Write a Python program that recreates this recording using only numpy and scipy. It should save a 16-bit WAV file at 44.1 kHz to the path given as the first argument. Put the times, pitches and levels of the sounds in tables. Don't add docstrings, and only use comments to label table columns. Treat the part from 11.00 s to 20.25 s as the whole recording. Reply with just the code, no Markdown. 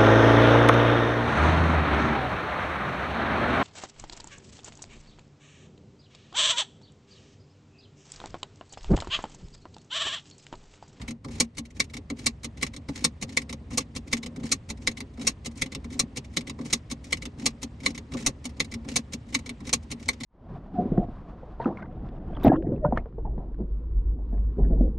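import sys
import numpy as np
from scipy import signal
from scipy.fft import rfft, irfft
from scipy.io import wavfile
from scipy.ndimage import uniform_filter1d

SR = 44100
rng = np.random.default_rng(int(sys.argv[2]) if len(sys.argv) > 2 else 0)


def makeup_ratio(level_db):
    decades = np.asarray(level_db, float) / 20
    return 10 ** decades


def dump_mix(stems):
    frames = np.atleast_2d(stems).T
    limited = np.clip(frames, -1, 1)
    pcm = np.round(limited * 32767).astype(np.int16)
    wavfile.write(sys.argv[1], SR, pcm)


N = 407925

# [f/Hz, width/Hz, level/dB]
HOUSING = [(1104, 70, -5), (2124, 166, 4), (2332, 120, -0.5), (3637, 600, -7.5), (4434, 160, -13),
           (4880, 200, -14.5), (5630, 680, -12), (6100, 160, -8.5)]
# [f/Hz, width/Hz, level/dB]
SEAT = [(145.4, 36, -4.5), (230.2, 13.1, 6), (275.7, 36, -1.5), (411.3, 30, -11), (526, 34, -14.5),
        (797, 95, -25)]
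# [t/s, peak level/dB, seat thump against it/dB, slide before it/s, slide level/dB]
LATCHES = [(0.398, -10.5, -14, 0.11, -52), (1.258, -11.5, -25, 0.11, -49.5),
           (2.0397, -10.5, -20.5, 0.1, -50), (2.7721, -13, -16, .07, -47.5),
           (3.5139, -12, -20.5, 0.1, -52.5), (4.2672, -11, -30.5, 0.069, -44.5),
           (4.9903, -11.5, -18.5, .096, -52.5), (5.7246, -11, -19, .086, -49),
           (6.455, -11.5, -14, .082, -50), (7.26, -11.5, -17.5, 0.19, -48),
           (7.956, -12, -17.5, 0.088, -48.5), (8.7265, -10.5, -23.5, .091, -52.5)]
# [t/s, peak level/dB, seat thump against it/dB, slide before it/s, slide level/dB]
RELEASES = [(0.7949, -13, -24.5, 0.05, -54), (1.6218, -15.5, -16.5, 0.059, -55.5),
            (2.365, -13, -22.5, .093, -59), (3.1239, -13.5, -14.5, 0.066, -58),
            (3.867, -13, -15, .067, -53), (4.6124, -15, -16.5, 0.054, -55),
            (5.3632, -15, -10.5, 0.075, -63.5), (6.1204, -14.5, -17, .075, -55),
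            (6.8553, -14, -13, 0.04, -51.5), (7.5954, -15, -15, .031, -61), (8.3409, -14, -15, 0.08, -59),
            (9.081, -13, -22, 0.079, -58)]


def read(points, hz):
    f, value = np.transpose(points)
    return np.interp(np.log(hz + 1), np.log(f + 1), value)


def evened(x):
    return x / np.sqrt(np.mean(x ** 2) + 1e-20)


def control(rows):
    return makeup_ratio(np.interp(np.arange(N) / SR, *np.transpose(rows)))


def coloured(x, points):
    log_gain = np.log(makeup_ratio(read(points, abs(np.fft.fftfreq(4096, 1 / SR)))))
    minimum_phase = np.exp(np.conj(signal.hilbert(log_gain)))
    taps = np.fft.ifft(minimum_phase).real[:2048]
    return signal.oaconvolve(x, taps)[:N]


def ring(x, modes):
    t = np.arange(4096) / SR
    shape = np.zeros(len(t))
    for k, (hz, width, db) in enumerate(modes):
        decay = np.exp(-np.pi * width * t)
        shape += (-1) ** k * makeup_ratio(db) * width * decay * np.sin(2 * np.pi * hz * t)
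    return signal.oaconvolve(x, shape / np.linalg.norm(shape))[:N]


def air():
    # [f/Hz, level/dB]
    air_spectrum = [(15, -66), (32, -9), (64, 10.5), (130, 1.5), (240, -7), (400, -15.5), (1100, -19),
                    (2200, -29.5), (5000, -35), (9000, -39.5), (16000, -64)]
    # [t/s, level/dB]
    air_level = [
        (0, -55.5),
        (.2, -72.5),
        (.35, -59.5),
        (.5, -68),
        (1, -65),
        (1.8, -64),
        (9.25, -62.5),
    ]
    hiss = np.array([coloured(noise, air_spectrum) for noise in rng.standard_normal((2, N))])
    return makeup_ratio(20) * control(air_level) * evened(hiss)


def slides():
    # [start t/s, length/s, level/dB]
    gropes = [
        (0.239, 0.059, -62.5),
        (1.882, 0.067, -53.5),
        (3.364, 0.07, -74),
        (5.574, 0.065, -60),
        (7.111, 0.095, -48),
    ]
    longest_s, overrun_s = 0.1, 0.058
    tongue_fade_db, button_fade_db, grope_fade_db = -1, 5, -5
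    rows = []
    for snaps, fade_db in [(LATCHES, tongue_fade_db), (RELEASES, button_fade_db)]:
        for s, _, _, lead, db in snaps:
            lead = min(lead, longest_s)
            rows.append((s - lead, lead + overrun_s, db, fade_db))
    return rows + [(*row, grope_fade_db) for row in gropes]


def hands():
    # [f/Hz, level/dB]
    scrape_spectrum = [(250, -30), (600, -3), (1100, -3), (2150, 1), (3000, -4), (4300, -2), (6400, 1),
                       (8500, -5), (16000, -14)]
    # [t/s, creak level/dB]
    creak_level = [(0.0, -57.5), (0.49, -59.5), (1.72, -67.5), (2.0, -52.5), (3.04, -51), (3.37, -43),
                   (3.6, -58.5), (4.0, -49), (4.4, -55), (5.0, -45), (5.25, -54), (5.62, -41.5),
                   (5.8, -57.5), (6.31, -48), (6.9, -53), (7.21, -48.5), (8.1, -53), (9.25, -51)]
    t, stroke = np.arange(N) / SR, np.zeros(N)
    for s, length, db, fade_db in slides():
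        u = (t - s) / length
        edges = np.clip(np.minimum(u / 0.087, (1 - u) / 0.056), 0, 1)
        stroke += makeup_ratio(db + fade_db * np.clip(u, 0, 1)) * edges
    grains, lumps = rng.standard_normal((2, N))
    flicker_db = 4.3 * evened(uniform_filter1d(rng.standard_normal(N), size=260))
    grains = evened(grains * makeup_ratio(1.3 * flicker_db + 4.6 * rng.exponential(1, N)))
    scrape = evened(coloured(grains, scrape_spectrum)) + 0.057 * ring(grains, HOUSING)
    creak = ring(lumps * makeup_ratio(1.21 * flicker_db[::-1]), SEAT)
    creak = (control(creak_level) + makeup_ratio(7.5) * stroke) * evened(creak)
    return np.array([stroke * scrape, creak])


def light_contacts():
    # [t/s, level/dB, housing ring against it/dB]
    fidgets = [(0.011, -34.5, -9), (0.5459, -49, -5), (0.649, -43.5, -11), (0.701, -44.5, -8.5),
               (0.8949, -42, 9), (1.5688, -41, 3), (1.609, -31.5, -9), (2.2874, -36, 1.5),
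               (3.0699, -43.5, -10), (3.111, -37, -11.5), (4.599, -47, -3.5), (4.553, -46.5, -11.5),
               (4.509, -48.5, -11), (3.7686, -45.5, 0), (3.815, -52.5, -8), (4.134, -53.5, -10.5),
               (4.5697, -40.5, -25.5), (5.2414, -41, -9.5), (5.333, -45, 15), (6.0376, -41.5, -17.5),
               (6.104, -40, -12), (6.799, -41, -0.5), (6.8295, -34.5, 13), (7.4894, -45, -10),
               (7.5638, -47, 20.5), (8.2828, -46.5, -10), (8.322, -36, -9), (8.8247, -51.5, -17),
               (8.994, -46, -13)]
    # [t/s, level/dB]
    let_gos = [(0.075, -26.5), (0.9324, -28.5), (1.731, -34), (2.4893, -28.5), (3.225, -29),
               (3.9671, -30.5), (4.7151, -30.5), (5.466, -30), (6.2159, -29), (6.943, -32), (7.7108, -31),
               (8.456, -30.5), (9.199, -30)]
    # [t/s, level/dB]
    stops = [(0.105, -32.5), (0.9659, -30.5), (1.7611, -32.5), (2.5245, -29), (3.259, -30), (4.0015, -29.5),
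             (4.7463, -27.5), (5.4941, -29.5), (6.2519, -29), (6.9752, -31.5), (7.7372, -30), (8.4904, -29),
             (9.2318, -29)]
    # [t/s, level/dB, seat thump against it/dB]
    knocks = [(0.242, -36, 7), (0.2801, -42.5, 7.5), (1.0966, -27.5, 2), (1.8832, -31.5, 5),
              (2.707, -40, 4), (3.358, -37, 4.5), (3.3956, -44.5, 9.5), (3.4298, -38, 5),
              (4.1714, -46, 11.5), (4.1922, -39, 3.5), (4.84, -37.5, 2), (4.9001, -42, 1.5),
              (5.5855, -42, 13.5), (5.6077, -40, 4), (6.3719, -60, 14), (7.1166, -36, 3), (7.1394, -49, 24),
              (7.1867, -41, -0.5), (7.8443, -45.5, 10), (7.877, -47.5, -9.5), (8.601, -44.5, 8),
              (8.6481, -41.5, -2.5)]
    # [t/s, level/dB]
    catches = [(0.3052, -43), (0.3455, -41.5), (1.1809, -38.5), (1.9514, -37), (2.7251, -37.5),
               (3.447, -37.5), (4.2087, -38), (4.9175, -39), (5.6466, -36.5), (6.393, -50.5), (7.195, -37),
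               (7.888, -41), (8.663, -34)]
    # [t/s, level/dB]
    thumbs = [(0.5777, -27), (1.4403, -26.5), (2.221, -25), (2.9589, -27), (3.697, -27), (4.4551, -26.5),
              (5.1674, -25.5), (5.9082, -26), (6.6258, -27), (7.45, -27.5), (8.1301, -27.5),
              (8.9113, -26.5)]
    # [t/s, level/dB]
    settles = [(0.8385, -42.5), (1.6653, -39), (2.4149, -36.5), (3.171, -36.5), (3.911, -41), (4.6568, -37),
               (5.4057, -36), (6.168, -39), (6.902, -38.5), (7.643, -37), (8.3874, -39.5), (9.1292, -41.5)]
    rows = [(s, db, ring_db, -6, 0.005) for s, db, ring_db in fidgets]
    rows += [(s, db, -9, -7.5, 0.007) for s, db in let_gos]
    rows += [(s, db, -11.5, -5, 0.0014) for s, db in stops]
    rows += [(s, db, -8, seat_db, 0.0031) for s, db, seat_db in knocks]
    rows += [(s, db, -16.5, -2, 0.011) for s, db in catches]
    rows += [(s - 0.011, db - 10, -14.5, -2.5, 0.005) for s, db in thumbs]
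    rows += [(s, db, -18.5, -5.5, 0.0043) for s, db in thumbs]
    rows += [(s, db, -12, -3, 0.0021) for s, db in settles]
    return rows


def hard_contacts():
    rows = [(s, db, -24, seat_db, 0.0035) for s, db, seat_db, _, _ in LATCHES]
    return rows + [(s, db, -11, seat_db, 0.0013) for s, db, seat_db, _, _ in RELEASES]


def buckle(rows, rebounds, rise_s, soft, ring_db, crack_db):
    # [f/Hz, width/Hz, level/dB]
    steel_modes = [(1140, 80, 8), (2296, 110, -3.5), (2407, 33, -3), (4050, 790, 5), (5380, 380, -31.5),
                   (5570, 1100, 5), (6760, 300, 4.5), (7750, 190, -6.5), (7770, 93, -4.5), (7700, 62, 8),
                   (9350, 1500, 1), (1070, 28, 3.5)]
    # [f/Hz, level/dB]
    crack_spectrum = [(300, 5), (700, -3.5), (1200, -11), (2500, 1), (4000, 1.5), (6500, 3.5), (9000, -1),
                      (12000, -2.5), (16000, -21)]
    # [f/Hz, level/dB]
    stalk_spectrum = [(150, -20), (350, 3), (700, -6.5), (1200, 3.5), (2500, -31), (16000, -69)]
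    steel, housing, shell, stalk, seat = np.zeros((5, N + 2000))
    t = np.arange(1500) / SR
    draws = rng.standard_normal((len(rows), 2, len(t)))
    for (s, db, housing_db, seat_db, length), (size, chance) in zip(rows, draws):
        length = max(length, 0.0005)
        share = np.clip((housing_db + 25.5) / 16, 0, 1)
        bounce = np.zeros(len(t))
        for r, r_db in [(0, 0.011)] + rebounds:
            bounce += makeup_ratio(r_db) * np.clip((t - r) / 0.0028, 0, 1) * np.exp(-abs(t - r) / length)
        onset = np.minimum(t / (0.00034 + rise_s * share + soft * length), 1)
        rattle = size * (chance > 0.8) * bounce * onset
        rattle *= makeup_ratio(db) / np.linalg.norm(rattle)
        firmest = (abs(rattle) == abs(rattle).max()) * np.sign(rattle)
        start = round((s + 0.0012) * SR)
        at = slice(start, start + len(t))
        steel[at] += np.sqrt(1 - share) * rattle
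        housing[at] += np.sqrt(share) * rattle
        shell[at] += np.sqrt(share) * (0.22 * rattle + makeup_ratio(db - 2.5) * firmest)
        stalk[at] += makeup_ratio(seat_db) * rattle
        push = size * t / 0.006 * np.exp(-t / 0.01)
        seat[at] += makeup_ratio(db + seat_db) * push / np.linalg.norm(push)
    ringing = ring(steel, steel_modes) + makeup_ratio(-1.0) * ring(shell, HOUSING)
    crack = coloured(steel + 0.6 * housing, crack_spectrum)
    bright = makeup_ratio(ring_db) * ringing + makeup_ratio(crack_db) * crack
    bright += makeup_ratio(22.5) * coloured(stalk, stalk_spectrum)
    return np.array([bright, makeup_ratio(28.0) * ring(seat, SEAT)])


def cabin(x, direct):
    # [f/Hz, time/s]
    echo_time = [(150, 0.072), (400, 0.043), (1040, 0.044), (2760, 0.054), (7280, 0.035), (16000, 0.017)]
    taps = np.zeros(8192)
    at = np.arange(40, 8100, 12)
    taps[at + rng.integers(0, 12, len(at))] = rng.choice([-1., 1.], len(at))
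    hz, t, z = signal.stft(taps, SR, nperseg=128)
    fall_s = np.maximum(read(echo_time, hz), 0.01)[:, None]
    tail = signal.istft(z * makeup_ratio(-60 * t / fall_s), SR, nperseg=128)[1]
    tail /= np.linalg.norm(tail)
    tail[0] += direct
    spectrum = rfft(np.roll(tail, 256))
    tail = irfft(spectrum / np.sqrt(uniform_filter1d(abs(spectrum) ** 2, size=40)))
    return signal.oaconvolve(x, tail[256:5000])[:N]


def scene():
    # [f/Hz, level/dB]
    middle_spectrum = [(1000, -0.5), (1250, -2), (1550, -3), (1900, 3.5), (8500, -2), (10300, -10),
                       (11300, -12.5), (12400, -30.5), (15800, -28), (16600, -44.5)]
    # [f/Hz, level/dB]
    width_spectrum = [(60, -42.5), (130, -29.5), (290, -19.5), (640, -6), (1410, -1.5), (3100, 1),
                      (6820, -9.5), (11000, -4), (15500, -7.5), (16500, -66)]
    hiss = air()
    ticks = buckle(light_contacts(), rebounds=[(0.007, -18)],
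                   rise_s=0.00059, soft=0.74, ring_db=13.5, crack_db=20.5)
    snaps = buckle(hard_contacts(), rebounds=[(0.0048, 0), (0.024, -23.5)],
                   rise_s=0.0058, soft=0.05, ring_db=16.5, crack_db=19.5)
    near, low = snaps + ticks + hands()
    mid = coloured(cabin(near, direct=1.0) + low + hiss[0], middle_spectrum)
    side = coloured(cabin(near + low, direct=0) + makeup_ratio(-1.5) * hiss[1], width_spectrum)
    return np.array([mid + side, mid - side])


def roll_off(x):
    return signal.sosfilt(signal.butter(12, 16470, fs=SR, output="sos"), x)


def record(dry):
    hz, t, z = signal.stft(dry, SR, nperseg=256)
    power = (abs(z) ** 2).mean(0)
    power = uniform_filter1d(power, size=5, axis=1)
    power = uniform_filter1d(power, size=9, axis=0)
    usual = np.percentile(power, 20, axis=1, keepdims=True)
    above_bass = hz[:, None] > 600
    kept = np.maximum(power / (power + 0.74 * usual * above_bass), 0.45)
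    clean = signal.istft(z * kept, SR, nperseg=256)[1][:, :N]
    return roll_off(clean)


dry = scene()
out = record(dry)
dump_mix(out)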